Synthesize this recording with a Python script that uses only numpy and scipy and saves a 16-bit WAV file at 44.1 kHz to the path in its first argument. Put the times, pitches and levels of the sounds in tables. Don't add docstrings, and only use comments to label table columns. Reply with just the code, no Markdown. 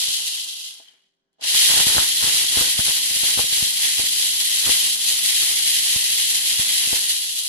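import sys
import numpy as np
from scipy import signal
from scipy.fft import rfft, irfft
from scipy.io import wavfile

SR = 44100
rng = np.random.default_rng(int(sys.argv[2]) if len(sys.argv) > 2 else 0)


def to_wav(s):
    ch = np.atleast_2d(s).T
    pcm = np.round(np.clip(ch, -1, 1) * 32767)
    wavfile.write(sys.argv[1], SR, pcm.astype(np.int16))


N = 329868
TIME = np.arange(N) / SR


def from_db(db):
    return 10 ** (np.asarray(db) / 20)


def rms_one(x):
    return x / np.sqrt(np.mean(x ** 2) + 1e-20)


def peak_one(x):
    return x / np.abs(x).max()


def in_time(rows):
    s, *columns = np.transpose(rows)
    return [np.interp(TIME, s, column) for column in columns]


def at_hz(points, hz):
    points = np.array(points)
    return np.interp(np.log(hz + 1), np.log(points[:, 0]), points[:, 1])


def cut(x, hz, kind, order=2):
    sos = signal.butter(order, np.clip(hz, 10, .45 * SR), kind, fs=SR, output="sos")
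    return signal.sosfilt(sos, x + 1e-18)


def panned(db):
    return from_db(np.array([[db], [-db]]) / 2)


def drift(rate):
    step = 40
    r = np.exp(-2 * np.pi * step * rate / SR)
    noise = rng.standard_normal(N // step + 2002)
    slow = signal.lfilter([1], [1, -2 * r, r * r], noise)[2000:]
    return np.interp(np.arange(N) / step, np.arange(len(slow)), rms_one(slow))


def impacts(per_s, spread_db):
    sizes = from_db(spread_db * np.minimum(rng.exponential(1, N), 5))
    return sizes * (rng.random(N) < per_s / SR)


def scatter(clicks):
    return clicks * rng.standard_normal((2, N))


def bursts(rows, fade_s, size=1024):
    drive = np.zeros((2, N + size))
    for s, db in rows:
        start = round(s * SR)
        spatter = rng.standard_normal((2, size)) * np.exp(-TIME[:size] / fade_s)
        drive[:, start:start + size] += from_db(db) * peak_one(spatter)
    return drive[:, :N]


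# pitch_hz [Hz], correlation [-1 to 1]
CHANNEL_CORRELATION = [(80, 0.41), (280, 0.53), (700, 0.058), (2000, 0.058), (4000, -0.088), (4700, -0.29),
                       (6200, -0.21), (8500, -0.4), (10400, -0.43), (13500, -0.15)]


def radiate(pair, spectrum, size=4096):
    hz = np.arange(size // 2 + 1) * SR / size
    alike = np.clip(at_hz(CHANNEL_CORRELATION, hz), -.95, .95)
    gains = from_db(at_hz(spectrum, hz)) * np.sqrt([1 + alike, 1 - alike])
    cepstrum = irfft(np.log(gains))
    cepstrum[:, 1:size // 2] *= 2
    cepstrum[:, size // 2 + 1:] = 0
    response = irfft(np.exp(rfft(cepstrum)))
    mid, side = signal.oaconvolve(pair, response, axes=1)[:, :N]
    return np.array([mid + side, mid - side])


# pitch_hz [Hz], energy_db [relative dB], t60_s [s to fall 60 dB]
CUP_RESONANCES = [(2060, -9.5, 0.022), (2515, -16, 0.041), (2876, -1, 0.052), (3094, 2.5, 0.045),
                  (3218, 0.5, 0.039), (3366, 1.5, 0.064), (3470, -4, 0.058), (3785, -1, 0.025),
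                  (3930, -1, 0.064), (4150, -3.5, 0.053), (4360, -1, 0.021), (4884, -2.5, 0.028),
                  (5510, -8, 0.037)]


def cup_ring(drive):
    out = 0
    for k, (hz, db, t60) in enumerate(CUP_RESONANCES):
        r = from_db(-60 / (t60 * SR))
        w = 2 * np.pi * hz / SR
        mode = signal.lfilter([1, 0, -1], [1, -2 * r * np.cos(w), r * r], drive + 1e-18)
        out = out + (-1) ** k * from_db(db) * np.sqrt((1 - r * r) / 2) * mode
    return out


# on_s [s], off_s [s]
MOTOR_RUNS = [(-1, 0), (1.375, 7)]
SPIN_UP_S, COAST_S = 0.22, 0.93


def blade_speed():
    speed = 0
    for on, off in MOTOR_RUNS:
        rise = 1 - np.exp(-np.maximum(TIME - on, 0) / SPIN_UP_S)
        speed = speed + rise * np.clip(1 - (TIME - off) / COAST_S, 0, 1)
    return speed


# start_s [s], level_db [relative dB]
GRIT_LEVEL = [(0, -19), (.28, -25), (.715, -33.5), (.785, -42.5), (1.12, -73), (1.3, -86.5), (1.38, -78),
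              (1.42, -36.5), (1.44, -22), (1.463, -22), (1.488, -17.5), (1.52, -21), (1.545, -16.5),
              (2.12, -21), (3.05, -22.5), (5.0, -23.5), (5.6, -20), (6.4, -21.5), (7.12, -22), (7.31, -26),
              (7.48, -24)]
# start_s [s], level_db [relative dB]
CRUNCH_LEVEL = [(0, -22), (.36, -23.5), (.56, -42), (.78, -30), (.9, -10.5), (1.5, -14.5), (3.3, -17),
                (3.73, -18), (3.85, -14), (4.1, -18.5), (4.7, -16.5), (5.05, -20.5), (5.3, -16),
                (7.15, -16.5), (7.36, -22), (7.48, -23)]
# pitch_hz [Hz], level_db [relative dB per Hz]
WALL_COLOUR = [(1200, -27), (1600, -16), (1950, -3), (2350, -6.5), (2750, -2.5), (3150, -5.5), (3550, -2.5),
               (4100, 1), (5200, -3), (8500, -5), (10300, -0.5), (11300, -4), (12600, -11.5), (15000, -25)]


def grit(rise_db, most_per_s=11000, fewest_per_s=2500, full_db=-24, clump_db=0.5,
         crunch_db=-1.0, crunch_follows=0.24, clatter_db=-4.0, clatter_follows=0.069,
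         dust_db=-2.0, dust_follows=0.32, unground_db=-4.0, grinding_s=1.3,
         ring_db=-8.0, slide_db=-17, slide_gains=0.3, most_slide_db=-7.0,
         soft_hz=3250, smooth_db=-4.5, flurry_db=0.5, flutter_db=0.83):
    churn = in_time(GRIT_LEVEL)[0] + rise_db
    slack = np.maximum(full_db - churn, 0)
    crunch = in_time(CRUNCH_LEVEL)[0] + crunch_db + crunch_follows * rise_db
    unground = unground_db * np.exp(-TIME / grinding_s)
    dust = dust_db + unground - dust_follows * slack + dust_lag()
    clatter = clatter_db - clatter_follows * slack
    slide = np.minimum(slide_db + slide_gains * slack, most_slide_db)

    per_s = fewest_per_s + most_per_s * from_db(-slack)
    clicks = impacts(per_s, spread_db=2.0) / np.sqrt(per_s) * from_db(clump_db * drift(50.4))

    low = cut(radiate(scatter(clicks), WALL_COLOUR), [1500, 2600], "band", order=4)
    low = rms_one(low) * from_db(crunch)

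    middle = cut(radiate(scatter(clicks), WALL_COLOUR), 2560, "high", order=12)
    middle = rms_one(cut(middle, 7620, "low", order=4)) * from_db(clatter)

    spray = scatter(rms_one(clicks)) + from_db(smooth_db) * rng.standard_normal((2, N))
    top = rms_one(cut(radiate(spray, WALL_COLOUR), 7450, "high", order=4)) * from_db(dust)

    flurries = clicks * from_db(flurry_db * drift(30))
    ring = wander(cup_ring(scatter(flurries)), share=.012, rate=12)
    ring = rms_one(cut(ring, 2200, "high")) * from_db(ring_db)

    meal = cut(cup_ring(scatter(flurries)), soft_hz, "low", order=6)
    meal = rms_one(meal) * from_db(slide)

    hail = hollowed(low + middle + ring + meal) * panned(0.42) + top * panned(1.0)
    return from_db(churn + flutter_db * drift(24)) * hail


def dust_lag(late_db=-14, lift_s=0.061):
    since = TIME - MOTOR_RUNS[1][0]
    return late_db * np.exp(-np.abs(since) / lift_s)


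def wander(x, share, rate):
    at = (np.arange(N) + np.cumsum(share * drift(rate))) % N
    return np.array([np.interp(at, np.arange(N), side) for side in x])


# pitch_hz [Hz], width_hz [Hz], depth [0 to 1]
WALL_HOLLOWS = [(1600, 330, 0.1), (2150, 130, 0.4), (2550, 230, 0.12)]


def hollowed(x):
    opening = np.clip((1 - blade_speed()) / .01, 0, 1)
    for hz, width_hz, depth in WALL_HOLLOWS:
        band = signal.lfilter(*signal.iirpeak(hz, hz / width_hz, fs=SR), x)
        x = x - depth * opening * band
    return x


# middle_s [s], length_s [s], grit_rise_db [dB], pieces_level_db [relative dB]
CLUMP_SURGES = [(0.282, 0.018, 3, -65.0), (0.381, 0.067, 2, -69.0), (1.597, 0.16, 3.5, -42.5),
                (1.657, 0.02, 0.5, -54), (1.714, 0.053, 3.5, -36.5), (1.788, 0.072, 3.5, -35),
                (1.904, 0.14, 1.7, -42), (1.992, 0.17, 4, -39), (2.264, 0.12, 4.5, -39.0),
                (2.35, 0.043, 3.8, -45), (2.423, 0.075, 3.3, -43), (2.59, 0.13, 3, -38.5),
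                (2.644, 0.19, 2.5, -44.0), (2.798, 0.032, 3, -39), (2.886, 0.077, 5.5, -40.5),
                (2.974, 0.045, 3.3, -46), (3.066, 0.039, 2, -59), (3.106, 0.022, 2.4, -55.0),
                (3.155, 0.064, 3.5, -50), (3.275, 0.141, 5.5, -45.5), (3.407, 0.087, 3, -45),
                (3.529, 0.028, 3.5, -45.5), (3.596, 0.14, 4.5, -51), (3.853, 0.13, 4.5, -47.5),
                (4, 0.056, 5, -45.5), (4.063, 0.025, 3, -51.0), (4.23, 0.23, 3, -54),
                (4.412, 0.027, 4.5, -51), (4.454, 0.028, 4, -60.0), (4.528, 0.08, 3.4, -50),
                (4.714, 0.21, 6, -43), (4.868, 0.066, 4, -50), (4.94, 0.022, 3.5, -60.0),
                (5.092, 0.085, 5, -49.5), (5.188, 0.023, 2, -52), (5.28, 0.13, 4, -49),
                (5.424, 0.051, 3.5, -48), (5.5, 0.072, 3, -49), (5.58, 0.044, 1, -55),
                (5.671, 0.042, 3, -51), (5.745, 0.036, 2.5, -62.0), (5.93, 0.21, 2, -52.0),
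                (6.037, 0.039, 0.7, -58), (6.113, 0.061, 1.5, -64), (6.208, 0.036, 3.5, -52),
                (6.305, 0.029, 2, -52), (6.356, 0.02, 3, -49), (6.501, 0.049, 2.5, -57),
                (6.605, 0.048, 3.2, -46.5), (6.726, 0.118, 3, -54), (6.84, 0.077, 3, -51.0),
                (6.959, 0.13, 2.5, -46.5), (7.102, 0.024, 3.5, -56.0), (7.237, 0.022, 1.4, -62.0)]


def clumps(coarse_share=0.8, pieces_db=-1.0):
    t = TIME[::32]
    rise_db, coarse = 0, 0
    for s, length, db, coarse_db in CLUMP_SURGES:
        away = (2 * (t - s) / length) ** 2
        rise_db = rise_db + db * .5 ** away
        pieces = from_db(coarse_db + pieces_db) * .5 ** (away / coarse_share ** 2)
        coarse = coarse + pieces ** 2
    return np.interp(TIME, t, rise_db), np.interp(TIME, t, coarse)


# peak_s [s], peak_db [dB], pitch_hz [Hz], left_right_db [dB], shell_snap_db [dB against the push]
SEED_KNOCKS = [(0.085, -33, 280, 3, -10), (1.549, -24, 373, -5, 5), (1.703, -24, 290, -1, -4),
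               (1.718, -29, 730, -18, 0), (1.739, -19, 310, -4, 7), (1.773, -18, 318, 1, 3),
               (1.797, -23, 238, 3, 1), (1.801, -16, 690, -6, 8), (1.81, -25, 220, -2, -7),
               (1.869, -15.5, 212, 1, 0), (1.9, -18.5, 555, -2, 0), (1.9528, -24, 305, 6, -2),
               (1.968, -18, 374, -1, -8), (1.9819, -5.5, 784, 4, 2), (2.041, -30, 690, -5, 7),
               (2.074, -38, 960, -3, -4), (2.226, -19, 880, 2, -3), (2.242, -22, 210, 1.5, -8),
               (2.274, -31, 300, -10, -5), (2.348, -29, 420, 0, -7), (2.37, -25, 560, -2, 3),
               (2.419, -32, 500, -8, 0), (2.444, -33, 950, -11, -15), (2.572, -15.5, 387, 3, -8),
               (2.5844, -19, 520, -5, -5), (2.611, -14, 430, 0, 0), (2.617, -23, 260, 4, -2),
               (2.654, -27, 270, -4, -4), (2.792, -21, 112, 9, 1), (2.884, -22, 260, -1, -1),
               (2.897, -27, 280, 0, -1), (3.112, -30, 295, -1, -14), (3.1438, -35, 330, 0, -2),
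               (3.165, -29, 257, -3, -12), (3.236, -21.5, 306, -4, 1), (3.376, -19, 313, 0, 0),
               (3.3835, -22, 850, -3, 6), (3.392, -14, 544, 9, -19), (3.4207, -34, 600, -4, -6),
               (3.442, -25.5, 262, 2, -5), (3.527, -29.5, 278, 6, -12), (3.5748, -28, 520, -4, -4),
               (3.626, -23, 128, 5, 1), (3.6715, -34, 450, 0, -5), (3.8365, -34, 600, 0, -2),
               (3.8504, -35, 950, 3, -2), (3.985, -29, 380, -4, -15), (3.997, -23, 392, -11.5, -13),
               (4.038, -30.5, 298, -4, -12), (4.666, -20, 480, -2, 2), (4.676, -19, 334, -1, 1),
               (4.686, -26, 420, 6, -6), (4.694, -17, 450, 2, -8), (4.698, -25, 503, 13, -16),
               (4.83, -30, 750, 0, -5), (5.137, -31, 1000, 5, -7), (5.241, -36, 377, -2, -10),
               (5.431, -29.5, 440, -7, 1), (5.5218, -31, 540, -6, -8), (5.538, -36, 655, -3, -4),
               (5.8618, -33, 1250, -9, 3), (5.961, -27, 112, 7, 0.5), (6.095, -35, 795, 0, -7),
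               (6.319, -36, 850, 0, -5), (6.526, -35, 950, 6, -3), (6.595, -26, 115, 2, 1),
               (6.874, -29, 275, 1, -11), (6.93, -17.5, 384, 3.5, -12)]
ROCK_LAG_CYCLES, ROCK_HZ = 0.38, 252


def knocks(upper=1.92, lower=0.34, snap_hz=740, bounce_db=-14, cycles=3.9,
           thump_db=-13, thump_hz=100, size=4096):
    out = np.zeros((2, N + 2 * size))
    click, t = signal.unit_impulse(size), TIME[:size]
    snap = peak_one(cut(click, [snap_hz / 1.5, snap_hz * 1.9], "band", order=3))
    thump = peak_one(cut(click, [thump_hz / 2.8, thump_hz * 1.42], "band"))
    for s, db, hz, pan_db, snap_db in SEED_KNOCKS:
        lag_s = ROCK_LAG_CYCLES / hz * min(hz / ROCK_HZ, 1) ** 3
        push = peak_one(cut(cut(click, hz * upper, "low", order=4), hz * lower, "high"))
        bounce = np.sin(2 * np.pi * hz * t) * np.exp(-np.log(1000) * hz * t / cycles)
        blow = push + from_db(bounce_db) * bounce + from_db(snap_db) * snap + from_db(thump_db) * thump
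        for channel, side in enumerate((1, -1)):
            start = max(round((s + side * lag_s / 2) * SR) - np.argmax(blow), 0)
            out[channel, start:start + size] += from_db(db + side * pan_db / 2) * peak_one(blow)
    return out[:, :N]


# start_s [s], peak_db [relative dB], cup_ring_db [dB against the crack]
SEED_CRACKS = [(0.064, -5, -15), (.21, -17.5, -15), (.383, -5, -10), (0.428, -13, -12), (0.617, -24, -16),
               (.667, -26, -8), (.716, -26, -12), (0.742, -30, -15), (0.879, -37, 9.5), (.9368, -41, 2),
               (.975, -46, -8), (1.04, -55, -13), (1.1674, -62, -9), (1.3304, -48, -12), (1.339, -54, -12),
               (1.412, -15, -7), (1.4396, -22, -8), (1.5392, -3, -16), (1.5684, 0, -16), (1.574, -3, -13),
               (1.595, 10, -13), (1.799, 7, -17), (1.807, 10, -19), (1.983, 1, -15), (2.2255, -1, -15),
               (2.349, -5, -9), (2.781, -6, -15), (2.862, -5, -14), (2.897, -10, -13), (2.965, -6, -17),
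               (3.1047, -13, -8.5), (3.274, 1, -6), (3.987, 1, -10), (4.03, -3, -16), (4.627, -4, -10),
               (5.49, -1, -2), (6.1995, -1, -4), (6.279, -5, -8), (7.165, -5, -9), (7.237, -6, -6)]


def cracks(level_db=-9.0):
    snap = bursts([(s, db) for s, db, ring_db in SEED_CRACKS], fade_s=0.00099)
    push = bursts([(s, db + ring_db) for s, db, ring_db in SEED_CRACKS], fade_s=0.0016)
    ring = cut(cup_ring(push), [2800, 3350], "band")
    return from_db(level_db) * (radiate(snap, WALL_COLOUR) + ring)


# start_s [s], level_db [relative dB]
TUMBLE_LEVEL = [(0, -52), (.3, -59), (.75, -69.5), (.95, -76), (1.12, -93), (1.38, -89.5), (1.425, -51),
                (1.65, -50), (1.95, -47), (2.15, -52), (5.0, -54.5), (5.35, -53), (7.0, -51.5),
                (7.3, -59.5), (7.48, -58.5)]
# pitch_hz [Hz], level_db [relative dB per Hz]
BODY_COLOUR = [(50, -16), (130, -10.5), (200, -5), (290, 3), (420, 2.5), (520, 0.5), (650, 1.5), (900, 5),
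               (1300, 2), (1700, 7.5), (2600, -18), (5000, -55)]
# pitch_hz [Hz], level_db [relative dB per Hz]
BASE_COLOUR = [(20, -19.5), (45, -8), (80, -1.5), (150, -4), (260, -10.5), (600, -45), (1500, -66)]


def tumble(coarse, level_db=3.5, lumpy_db=0.45, heavy_db=-39, shake_db=-47, shake_follows=1.23,
           speed_power=2):
    level = 10 * np.log10(from_db(in_time(TUMBLE_LEVEL)[0]) ** 2 + coarse)
    clicks = impacts(1900, spread_db=0.0) * from_db(lumpy_db * drift(40))
    drum = from_db(level + level_db) * rms_one(radiate(scatter(clicks), BODY_COLOUR))
    shake = blade_speed() ** speed_power * from_db(shake_db + shake_follows * (level - heavy_db))
    rumble = rms_one(radiate(scatter(clicks), BASE_COLOUR))
    return drum + shake * rumble * panned(1.6)


# start_s [s], peak_db [relative dB]
SEAT_CLUNKS = [(.7995, -41), (.934, -49), (1.384, -52), (1.394, -42), (1.414, -34), (1.443, -30),
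               (3.393, -16), (3.998, -32), (6.931, -30)]


def clunks(level_db=-12, seed_db=-8, hard_hz=620, softness=0.55):
    blows = np.zeros((2, N))
    for s, db, hz, pan_db, snap_db in SEED_KNOCKS:
        hardness = min(hz / hard_hz, 1) ** softness
        blows[:, round(s * SR)] = from_db(db + seed_db) * hardness * np.array([1, -.4])
    return seat_ring(from_db(level_db) * bursts(SEAT_CLUNKS, fade_s=0.0028) + blows)


# pitch_hz [Hz], level_db [relative dB], t60_s [s to fall 60 dB]
SEAT_RESONANCES = [(299, -2, 0.042), (480, -4, 0.04), (660, 1, 0.042), (820, 5, 0.045), (985, -3, 0.035)]


def seat_ring(drive):
    t = TIME[:4096]
    ring = 0
    for hz, db, t60 in SEAT_RESONANCES:
        ring = ring + from_db(db - 60 * t / t60) * np.sin(2 * np.pi * hz * t)
    rung = signal.oaconvolve(drive, peak_one(ring)[None], axes=1)[:, :N]
    return cut(rung, [230, 1100], "band")


# start_s [s], rate_hz [turns per s]
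TURN_RATE = [(2.9, 220), (3.15, 247), (3.75, 230), (4.5, 240), (5.05, 240), (5.5, 235), (6.05, 235),
             (6.5, 235), (6.9, 247)]


def motor(level_db=-61.0, waver_db=1.5, speed_power=12.0):
    speed = blade_speed()
    turns_per_s = speed * in_time(TURN_RATE)[0] * (1 + 0.0014 * drift(8.7))
    phase = 2 * np.pi * np.cumsum(turns_per_s) / SR
    level = speed ** speed_power * from_db(level_db + waver_db * drift(6.3))
    return np.sqrt(2) * level * np.sin(phase + np.array([[0], [.9]]))


def kitchen(x, wet_db=-13, t60=0.086, size=16384):
    t = TIME[:size]
    tail = rng.standard_normal((2, size)) * from_db(-60 * t / t60) * (t > .004)
    tail = cut(cut(tail, 7400, "low", order=1), 360, "high")
    return from_db(wet_db) * signal.oaconvolve(x, rms_one(tail) / np.sqrt(size), axes=1)[:, :N]


# pitch_hz [Hz], level_db [relative dB per Hz]
ROOM_COLOUR = [(30, -10), (100, -13.5), (180, -1), (280, -2), (420, -8), (650, -10), (1100, -20.5),
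               (3000, -19.5), (6000, -23.5), (14000, -45.5)]
# pitch_hz [Hz], level_db [rms dB]
STEADY_TONES = [(167, -92.5), (393, -88), (538, -96.5), (670, -97.5), (786, -99.5)]


def room_floor(level_db=-84):
    tones = 0
    for hz, db in STEADY_TONES:
        tones = tones + np.sqrt(2) * from_db(db) * np.sin(2 * np.pi * hz * TIME)
    air = rms_one(radiate(rng.standard_normal((2, N)), ROOM_COLOUR))
    return from_db(level_db) * air + tones


def scene():
    rise_db, coarse = clumps()
    blender = grit(rise_db) + tumble(coarse) + knocks() + cracks() + clunks()
    return blender + kitchen(blender) + motor() + room_floor()


def record(dry, cutoff_hz=15500):
    rounded = dry / (1 + (dry / .8) ** 4) ** .25
    return signal.sosfilt(signal.ellip(12, .1, 100, cutoff_hz, fs=SR, output="sos"), rounded)


dry = scene()
out = record(dry)
to_wav(out)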